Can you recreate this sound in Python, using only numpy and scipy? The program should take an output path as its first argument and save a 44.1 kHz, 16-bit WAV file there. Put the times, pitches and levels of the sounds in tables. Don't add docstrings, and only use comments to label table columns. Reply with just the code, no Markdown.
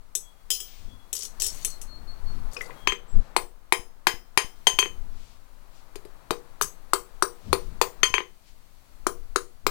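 import sys
import numpy as np
from scipy import signal
from scipy.fft import rfft, irfft, next_fast_len
from scipy.io import wavfile

SR = 44100
rng = np.random.default_rng(int(sys.argv[2]) if len(sys.argv) > 2 else 0)


def inscribe(sig):
    pcm = np.round(np.clip(np.atleast_2d(sig).T, -1, 1) * 32767)
    wavfile.write(sys.argv[1], SR, pcm.astype(np.int16))


N = 427769
RING_SIZE = SR // 2

# start in seconds, strength in dB, knock in Hz, support (0 overhanging
# the edge, 1 flat on the face), stand thud in dB, anvil ring in dB.
BLOWS = [(3.3642, -26.5, 930, 0.44, -35.5, -49.5), (3.7233, -26.5, 957, 0.85, -36, -42),
         (4.0692, -27, 985, 1, -38, -35), (4.3744, -25, 1005, .92, -37.5, -33),
         (4.6696, -28.5, 950, .9, -39.5, -20.5), (6.3071, -34, 1080, 0.38, -33, -56),
         (6.612, -31.5, 1210, 0.45, -41.5, -58.5), (6.9338, -25, 1194, 0.05, -35.5, -50),
         (7.2238, -26, 1225, 0.03, -33.5, -65.5), (7.5288, -27, 1065, 0.39, -28, -51.5),
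         (7.814, -25.5, 976, 0.4, -31, -53), (8.032, -28.5, 1218, 1, -39.5, -23.5),
         (9.0672, -31, 1193, .08, -33, -55), (9.3594, -29, 1304, 0.3, -34, -63.5),
         (9.666, -29.5, 1146, 0.38, -33, -47)]
# frequency in Hz, relative level in dB, t60 in seconds.
ROD_MODES = [(3058, -16, .4), (3168, -18, .4), (4160, -18, .22), (5090, 0, .35), (5840, -13, .38),
             (6498, -11, .42), (7096, -1, .22), (9583, -12, .22), (10171, -3, .21), (12590, -5, .26),
             (15032, -9, .5)]
# frequency in Hz, relative level in dB, t60 in seconds.
TONGS_MODES = [(1850, -15, .04), (2600, -15, .07), (3130, -9, .12), (3596, -5, .11), (4165, -4, .13),
               (4720, -3, .11), (5480, -4, .13), (5950, -4, .11), (6150, -3, .15), (6498, -8, .27),
               (7100, -6, .12), (7790, 1, .12), (7970, -1, .11), (8700, -6, .09), (9370, 0, .09),
               (9500, -4, .13), (10200, -7, .1), (11330, -6, .09), (12500, -8, .09), (13210, -6, .1),
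               (14850, -12, .1)]
# frequency in Hz, relative density in dB per Hz.
TICK_SPECTRUM = [(900, -9), (1500, -20), (2000, -7.5), (3500, 9), (6000, 17.5), (8000, 10.5), (11000, 3),
                 (16000, -5.5)]


def from_db(db):
    return 10 ** (np.asarray(db) / 20)


def rms_one(x):
    return x / np.sqrt(np.mean(x ** 2) + 1e-20)


def unit_hit(x):
    return x / np.sqrt(np.mean(x[:SR // 20] ** 2) + 1e-20)


def gain_in_time(rows):
    s, db = np.transpose(rows)
    return from_db(np.interp(np.arange(N) / SR, s, db))


def at_hz(points, hz):
    f, value = np.transpose(points)
    return np.interp(np.log(np.maximum(hz, 1)), np.log(f), value)


def between(ends, share):
    return ends[0] + (ends[1] - ends[0]) * share


def noise(spectrum, size):
    padded = next_fast_len(size)
    hz = np.arange(padded // 2 + 1) * SR / padded + 1e-3
    low_hz, high_hz = spectrum[0][0], spectrum[-1][0]
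    skirts = np.minimum(1, np.minimum(hz / low_hz, high_hz / hz)) ** 4
    white = rfft(rng.standard_normal(padded))
    shaped = white * from_db(at_hz(spectrum, hz)) * skirts
    return rms_one(irfft(shaped, padded)[:size])


def band(x, low_hz, high_hz):
    sos = signal.butter(2, [low_hz, min(high_hz, .45 * SR)], "band", fs=SR, output="sos")
    return signal.sosfilt(sos, x)


def fade(t60_s, size):
    return from_db(-60 * np.arange(size) / SR / t60_s)


def swell(s, half_s, db):
    offset = (np.arange(N) / SR - s) / half_s
    return from_db(db) * np.exp(-np.minimum(offset ** 2, 50))


def add(track, s, sound):
    start = round(s * SR)
    part = sound[:max(len(track) - start, 0)]
    track[start:start + len(part)] += part


def forge_air():
    # time in seconds, level in dB.
    murmur_level = [(0.0, -67.5), (1.21, -63), (1.38, -57.5), (2.0, -59), (2.75, -52.5), (2.94, -60),
                    (3.32, -56), (3.51, -67), (4.75, -63), (4.83, -59), (5.4, -65.5), (6.24, -59.5),
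                    (7.08, -62), (8.08, -58), (8.26, -69.5), (8.54, -68.5), (9.24, -65), (9.7, -69.5)]
    # time in seconds, level in dB.
    hiss_level = [(0.0, -75), (0.59, -69.5), (1.19, -69), (1.38, -63.5), (1.59, -53), (1.89, -68.5),
                  (2.81, -63), (2.92, -74), (4.11, -77), (4.78, -64), (5.19, -70.5), (6.29, -69),
                  (8.08, -66.5), (8.21, -70), (9.18, -68), (9.7, -72.5)]
    # frequency in Hz, relative density in dB per Hz.
    murmur_spectrum = [(59, -25.5), (100, -3.5), (200, -7), (414, -9), (530, -8.5), (590, -6.5), (1220, -8),
                       (3120, -26.5), (4000, -24), (5200, -48.5), (8800, -120)]
    # frequency in Hz, relative density in dB per Hz.
    hiss_spectrum = [(1180, -29.5), (2000, -4.5), (3680, -8), (4490, -3.5), (4990, -9), (5830, -8.5),
                     (16000, -11.5)]
    murmur = gain_in_time(murmur_level) * noise(murmur_spectrum, N)
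    return murmur + gain_in_time(hiss_level) * noise(hiss_spectrum, N)


def draught():
    still_air_db = -49
    # centre in seconds, half length in seconds, rumble in dB, buffeting in dB.
    gusts = [(0.886, 0.089, -36.5, -54), (1.55, .2, -42, -60), (2.003, 0.12, -33.5, -64),
             (2.35, 0.13, -27.5, -57), (2.886, 0.042, -32, -61), (3.177, 0.032, -19.5, -36.5),
             (5.027, 0.25, -38, -60.5), (6.65, 0.025, -48, -47), (7.508, 0.047, -57, -38),
             (7.702, 0.098, -31.5, -53.5), (8.062, 0.1, -41.5, -66), (9.138, 0.17, -44.5, -61),
             (9.683, .04, -40.5, -48.5)]
    # frequency in Hz, relative density in dB per Hz.
    rumble_spectrum = [(12, 5), (22, -2.5), (35, -18.5), (60, -21.5), (120, -35.5), (250, -36)]
    # frequency in Hz, relative density in dB per Hz.
    buffet_spectrum = [(30, -11.5), (80, 1.5), (150, -8), (300, -15.5), (700, -29)]
    rumble_gain = from_db(still_air_db) + sum(swell(s, half_s, db) for s, half_s, db, _ in gusts)
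    buffet_gain = sum(swell(s, half_s, db) for s, half_s, _, db in gusts)
    return rumble_gain * noise(rumble_spectrum, N) + buffet_gain * noise(buffet_spectrum, N)


def ring(modes, scatter_db, tilt_db=0):
    t = np.arange(RING_SIZE) / SR
    hz, db, t60_s = np.transpose(modes)
    db = db + tilt_db * np.log2(np.maximum(hz / 4000, 1))
    db = db + scatter_db * rng.standard_normal(len(hz))
    strengths = rng.choice([-1, 1], len(hz)) * from_db(db)
    partials = (g * fade(life_s, RING_SIZE) * np.sin(2 * np.pi * f * t)
                for g, f, life_s in zip(strengths, hz, t60_s))
    return unit_hit(sum(partials))


def packet(hz, peak_s):
    t = np.arange(SR // 20) / SR
    envelope = (t / peak_s * np.exp(-t / peak_s)) ** 2
    return unit_hit(envelope * np.sin(2 * np.pi * hz * t))


def burst(spectrum, t60_s, tail_db, tail_t60_s):
    cycles = np.arange(RING_SIZE) / SR * spectrum[-1][0]
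    rise = 1 - np.exp(-cycles ** 2)
    decay = fade(t60_s, RING_SIZE) + from_db(tail_db) * fade(tail_t60_s, RING_SIZE)
    return unit_hit(noise(spectrum, RING_SIZE) * rise * decay)


def recolour(spectrum, patchy_db, count=36):
    hz = np.geomspace(spectrum[0][0], spectrum[-1][0], count)
    return list(zip(hz, at_hz(spectrum, hz) + patchy_db * rng.standard_normal(count)))


def bobbing_stand(hz, peak_s, boom_db):
    # frequency in Hz, relative level in dB, t60 in seconds.
    panel_modes = [(340, -3, .07), (385, -1, .1), (412, 0, .13), (445, -11, .3), (478, -10, .33)]
    # frequency in Hz, relative density in dB per Hz.
    thud_spectrum = [(150, -13.5), (280, -18.5), (350, -11.5), (410, 1.5), (480, -2), (580, -10.5),
                     (900, -15)]
    thud = burst(thud_spectrum, t60_s=.06, tail_db=-15, tail_t60_s=.22)
    out = from_db(boom_db) * (ring(panel_modes, scatter_db=2.5) + thud)
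    add(out, 0, packet(hz * (1 + 0.039 * rng.standard_normal()), peak_s))
    return unit_hit(out)


def clinking(split_hz):
    tongs_ring_db = -2
    low_jangle_db = -6
    thud_db, thud_follows = -44, 0.47
    # start in seconds, level in dB.
    clinks = [(0.152, -28), (0.504, -30.5), (0.512, -36.5), (0.603, -42), (1.129, -32), (1.152, -38.5),
              (1.19, -43), (1.232, -40), (1.254, -49.5), (1.401, -39), (1.42, -28.5), (1.443, -33),
              (1.464, -33.5), (1.546, -51), (1.648, -28.5), (1.815, -45.5), (2.533, -52), (2.617, -51),
              (6.621, -28.5)]
    # start in seconds, level in dB.
    rod_bounces = [(.504, -31.5), (.513, -41), (.602, -46)]
    out = np.zeros(N)
    for s, db in clinks:
        tick = burst(recolour(TICK_SPECTRUM, patchy_db=4.0), t60_s=.028, tail_db=-14, tail_t60_s=.17)
        jangle = from_db(tongs_ring_db) * ring(TONGS_MODES, scatter_db=2.5) + tick
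        add(out, s, from_db(db + low_jangle_db) * unit_hit(band(jangle, 880, split_hz)))
        add(out, s, from_db(db) * unit_hit(band(jangle, split_hz, 20400)))
        bump = bobbing_stand(hz=424, peak_s=0.017, boom_db=0.5)
        add(out, s, from_db(thud_db + thud_follows * db) * bump)
    clang_spectrum = [(2800, -20), (3080, 0), (3250, -2), (3600, -20)]  # Hz, dB per Hz
    for s, db in rod_bounces:
        add(out, s, from_db(db) * ring(ROD_MODES, scatter_db=1.0))
        clang = burst(clang_spectrum, t60_s=.07, tail_db=-15, tail_t60_s=.5)
        add(out, s, from_db(db - 5) * clang)
    return out


def bird(waver):
    # start in seconds, length in seconds, pitch in Hz, peak level in dB.
    notes = [(0.22, 0.1, 3340, -59.5), (0.876, 0.1, 3364, -56), (1.677, 0.1, 4260, -50),
             (1.867, 0.12, 4305, -51.5), (2.068, 0.071, 4320, -48), (2.252, 0.073, 4340, -51),
             (2.737, 0.31, 3270, -55.5), (3.076, 0.061, 7670, -59)]
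    out = np.zeros(N)
    for s, length_s, hz, db in notes:
        size = int(length_s * SR)
        pitch_hz = hz * (1 + waver * noise([(15, 0.69), (150, 0)], size))
        envelope = np.sin(np.linspace(0, np.pi, size))
        whistle = np.sin(2 * np.pi * np.cumsum(pitch_hz) / SR)
        add(out, s, from_db(db) * envelope * whistle)
    return out


def outdoors(x, echo_db, t60_s):
    tail = rng.standard_normal(SR) * fade(t60_s, SR)
    echo = signal.fftconvolve(x, tail / np.linalg.norm(tail))[:N]
    return x + from_db(echo_db) * echo


def scraping(slips_per_s, spread_db):
    # start in seconds, length in seconds, level in dB.
    scrapes = [(.52, 0.051, -42), (1.129, 0.14, -41.5), (1.399, 0.091, -36.5), (1.499, 0.21, -52),
               (2.514, 0.15, -57.5)]
    out = np.zeros(N)
    for s, length_s, db in scrapes:
        count = max(2, round(length_s * slips_per_s))
        slips = np.zeros(int(length_s * SR))
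        slips[rng.integers(0, len(slips), count)] = from_db(spread_db * rng.standard_normal(count))
        tick = burst(recolour(TICK_SPECTRUM, patchy_db=4.0), t60_s=0.023, tail_db=-13.5, tail_t60_s=0.12)
        body = tick + from_db(-4.5) * ring(TONGS_MODES, scatter_db=5.0)
        sound = signal.fftconvolve(slips, body)
        add(out, s, from_db(db) * sound / np.std(sound[:len(slips)]))
    return out


def rustling():
    # centre in seconds, half length in seconds, level in dB.
    rustles = [(.74, 0.15, -59), (2.347, 0.078, -66.5), (3.214, 0.13, -67), (5.25, 0.12, -63),
               (5.774, 0.049, -64.5), (7.555, 0.16, -62.5), (8.485, 0.045, -65)]
    # frequency in Hz, relative density in dB per Hz.
    cloth_spectrum = [(1200, -13.5), (2400, -2), (5000, -1.5), (8000, -7.5), (12000, -18)]
    return sum(swell(s, half_s, db) for s, half_s, db in rustles) * noise(cloth_spectrum, N)


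def pickup(t60_s):
    # start in seconds, level in dB, pitch in Hz.
    clunks = [(2.566, -43.5, 2600), (2.565, -50.5, 1210), (2.5683, -53.5, 5450), (2.609, -40.5, 2119),
              (2.655, -63, 2140), (2.696, -55, 1047), (2.706, -55.5, 2154)]
    out = np.zeros(N)
    for s, db, hz in clunks:
        spectrum = [(0.93 * hz, -22), (.92 * hz, -8), (hz, 0), (0.96 * hz, -8), (0.97 * hz, -22)]
        add(out, s, from_db(db) * burst(spectrum, t60_s, tail_db=-24.5, tail_t60_s=0.17))
        add(out, s, from_db(db - 6) * packet(hz, peak_s=.0007))
        add(out, s, from_db(-56) * bobbing_stand(hz=496, peak_s=0.0094, boom_db=0.5))
    return out


def contact(thud_db, knock_db, knock_hz, knock_s, clack_db, crack_db, anvil_db, rod_db):
    head_ring_db = -11.5
    soft_below_db, soft_tilt_db = -31, 0.8
    # frequency in Hz, relative level in dB, t60 in seconds.
    anvil_modes = [(1022, -17, .19), (2550, -18, .2), (3055, -9, .22), (3158, -4, .12), (3174, 0, .14),
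                   (3192, -6, .16), (4350, -24, .18), (4965, -20, .15), (6352, -6, .14), (6380, -3, .15),
                   (6498, -17, .33), (7036, -22, .13), (7770, -22, .15), (9475, -18, .16), (9583, -14, .17),
                   (12590, -27, .18)]
    # frequency in Hz, relative level in dB, t60 in seconds.
    head_modes = [(4700, -1, .09), (5800, -3, .09), (7549, -2, .11), (8509, -3, .1), (9600, -6, .1),
                  (13250, -8, .09), (15034, -11, .33)]
    # frequency in Hz, relative density in dB per Hz.
    clack_spectrum = [(1400, -8), (1950, 3.5), (2500, -1.5), (3000, -4.5)]
    # frequency in Hz, relative density in dB per Hz.
    crack_spectrum = [(1500, -11.5), (3000, -8.5), (4300, 13), (5600, -1), (8000, 3), (11000, 0.5),
                      (16000, -16)]
    out = from_db(thud_db) * bobbing_stand(hz=393.6, peak_s=0.0046, boom_db=-5)
    add(out, 0, from_db(knock_db) * packet(knock_hz, knock_s))
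    clack_hz = 2400 * (1 + 0.011 * rng.standard_normal())
    add(out, 0, from_db(clack_db - 3.0) * packet(clack_hz, peak_s=0.00095))
    clack_colour = recolour(clack_spectrum, patchy_db=1.5, count=9)
    add(out, 0, from_db(clack_db) * burst(clack_colour, t60_s=0.015, tail_db=-26.0, tail_t60_s=0.23))
    crack_colour = recolour(crack_spectrum, patchy_db=7.0)
    crack = burst(crack_colour, t60_s=0.042, tail_db=-15.5, tail_t60_s=0.053)
    add(out, 0.00045, from_db(crack_db) * crack)
    add(out, 0, from_db(crack_db + head_ring_db) * ring(head_modes, scatter_db=2.5))
    dull_db = np.clip(soft_tilt_db * (crack_db - soft_below_db), -18, 0)
    add(out, 0, from_db(anvil_db) * ring(anvil_modes, scatter_db=2.5, tilt_db=dull_db))
    add(out, 0, from_db(rod_db) * ring(ROD_MODES, scatter_db=2.0, tilt_db=-9))
    return out


def tapping(knock_hz, knock_s):
    knock_db, clack_db, rod_db = -3.5, 0.5, -34.5
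    crack_ends_db = (-30, 5)
    thud_db, thud_follows = -33.5, 0.25
    # start in seconds, strength in dB, hardness 0-1, anvil ring in dB.
    taps = [(2.8728, -29, 0.53, -30), (2.9215, -41.5, 0.5, -42), (4.7883, -31.5, 0.82, -23.5),
            (4.8266, -40.5, 0.2, -38.5), (4.8575, -48.5, .25, -57), (5.9562, -56.5, 0.91, -82),
            (6.0507, -71.5, 1, -83), (8.14, -30, 0.42, -32.5), (8.181, -36, 0.2, -55),
            (8.2035, -43.5, .05, -75)]
    out = np.zeros(N)
    for s, db, hardness, anvil_db in taps:
        thud = thud_db + thud_follows * db
        crack = db + between(crack_ends_db, hardness)
        add(out, s, contact(thud, db + knock_db, knock_hz, knock_s, db + clack_db, crack,
                            anvil_db, db + rod_db))
    return out


def hammering():
    knock_db, clack_db, crack_db, rod_db = (0.33, -0.5), (-17, 2), (-6, -5), (-44.5, -13.5)
    knock_peak_s = (.0009, .0011)
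    out = np.zeros(N)
    for s, db, knock_hz, support, thud_db, anvil_db in BLOWS:
        parts_db = (knock_db, clack_db, crack_db, rod_db)
        knock, clack, crack, rod = (db + between(part, support) for part in parts_db)
        knock_s = between(knock_peak_s, support)
        add(out, s, contact(thud_db, knock, knock_hz, knock_s, clack, crack, anvil_db, rod))
    return out


def input_recovery():
    delay_s, rise_s, decay_s = .072, 0.00016, .02
    bump_db = (-24, -6)
    out, t = np.zeros(N), np.arange(RING_SIZE) / SR
    bump = np.exp(-t / decay_s) - np.exp(-t / rise_s)
    for s, db, _, support, _, _ in BLOWS:
        add(out, s + delay_s, -from_db(db + between(bump_db, support)) * bump)
    return out


def shed(x, wet_db, first_s, echo_count):
    # frequency in Hz, t60 in seconds.
    shed_decay = [(200, 0.26), (500, 0.29), (1200, 0.18), (3000, 0.16), (8000, 0.25), (16000, 0.26)]
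    size, edges_hz = SR // 2, np.geomspace(150, 19000, 12)
    tail = np.zeros(size)
    for low_hz, high_hz in zip(edges_hz, edges_hz[1:]):
        t60_s = at_hz(shed_decay, np.sqrt(low_hz * high_hz))
        tail += band(rng.standard_normal(size), low_hz, high_hz) * fade(t60_s, size)
    tail = tail * np.clip(np.arange(size) / SR / first_s - .5, 0, 1)
    tail = tail / np.linalg.norm(tail)
    echo_at = (rng.uniform(first_s, .03, echo_count) * SR).astype(int)
    tail[echo_at] += 0.23 * rng.choice([-1, 1], echo_count)
    return x + from_db(wet_db) * signal.fftconvolve(x, tail)[:N]


def scene():
    # left, right in dB.
    channel_db = [6.5, -48]
    steel = clinking(split_hz=4630) + scraping(slips_per_s=320, spread_db=6) + pickup(t60_s=0.038)
    steel = steel + tapping(knock_hz=1060, knock_s=0.0014) + hammering()
    far_bird = outdoors(bird(waver=0.0095), echo_db=-7.5, t60_s=.9)
    mono = shed(steel + far_bird, wet_db=-12.5, first_s=.007, echo_count=6)
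    mono = mono + input_recovery() + forge_air() + draught() + rustling()
    hiss_spectrum = [(20, 22.0), (100, 6.0), (500, 1), (2000, -1.5), (16000, -5.0)]  # Hz, dB per Hz
    right_hiss = from_db(-65.5) * noise(hiss_spectrum, N)
    return mono * from_db(channel_db)[:, None] + right_hiss * np.array([[0], [1]])


def record(dry):
    ceiling, cutoff_hz = 0.87, 16200
    clipped = dry / (1 + (dry / ceiling) ** 6) ** (1 / 6)
    return signal.sosfilt(signal.ellip(10, .1, 70, cutoff_hz, fs=SR, output="sos"), clipped)


dry = scene()
out = record(dry)
inscribe(out)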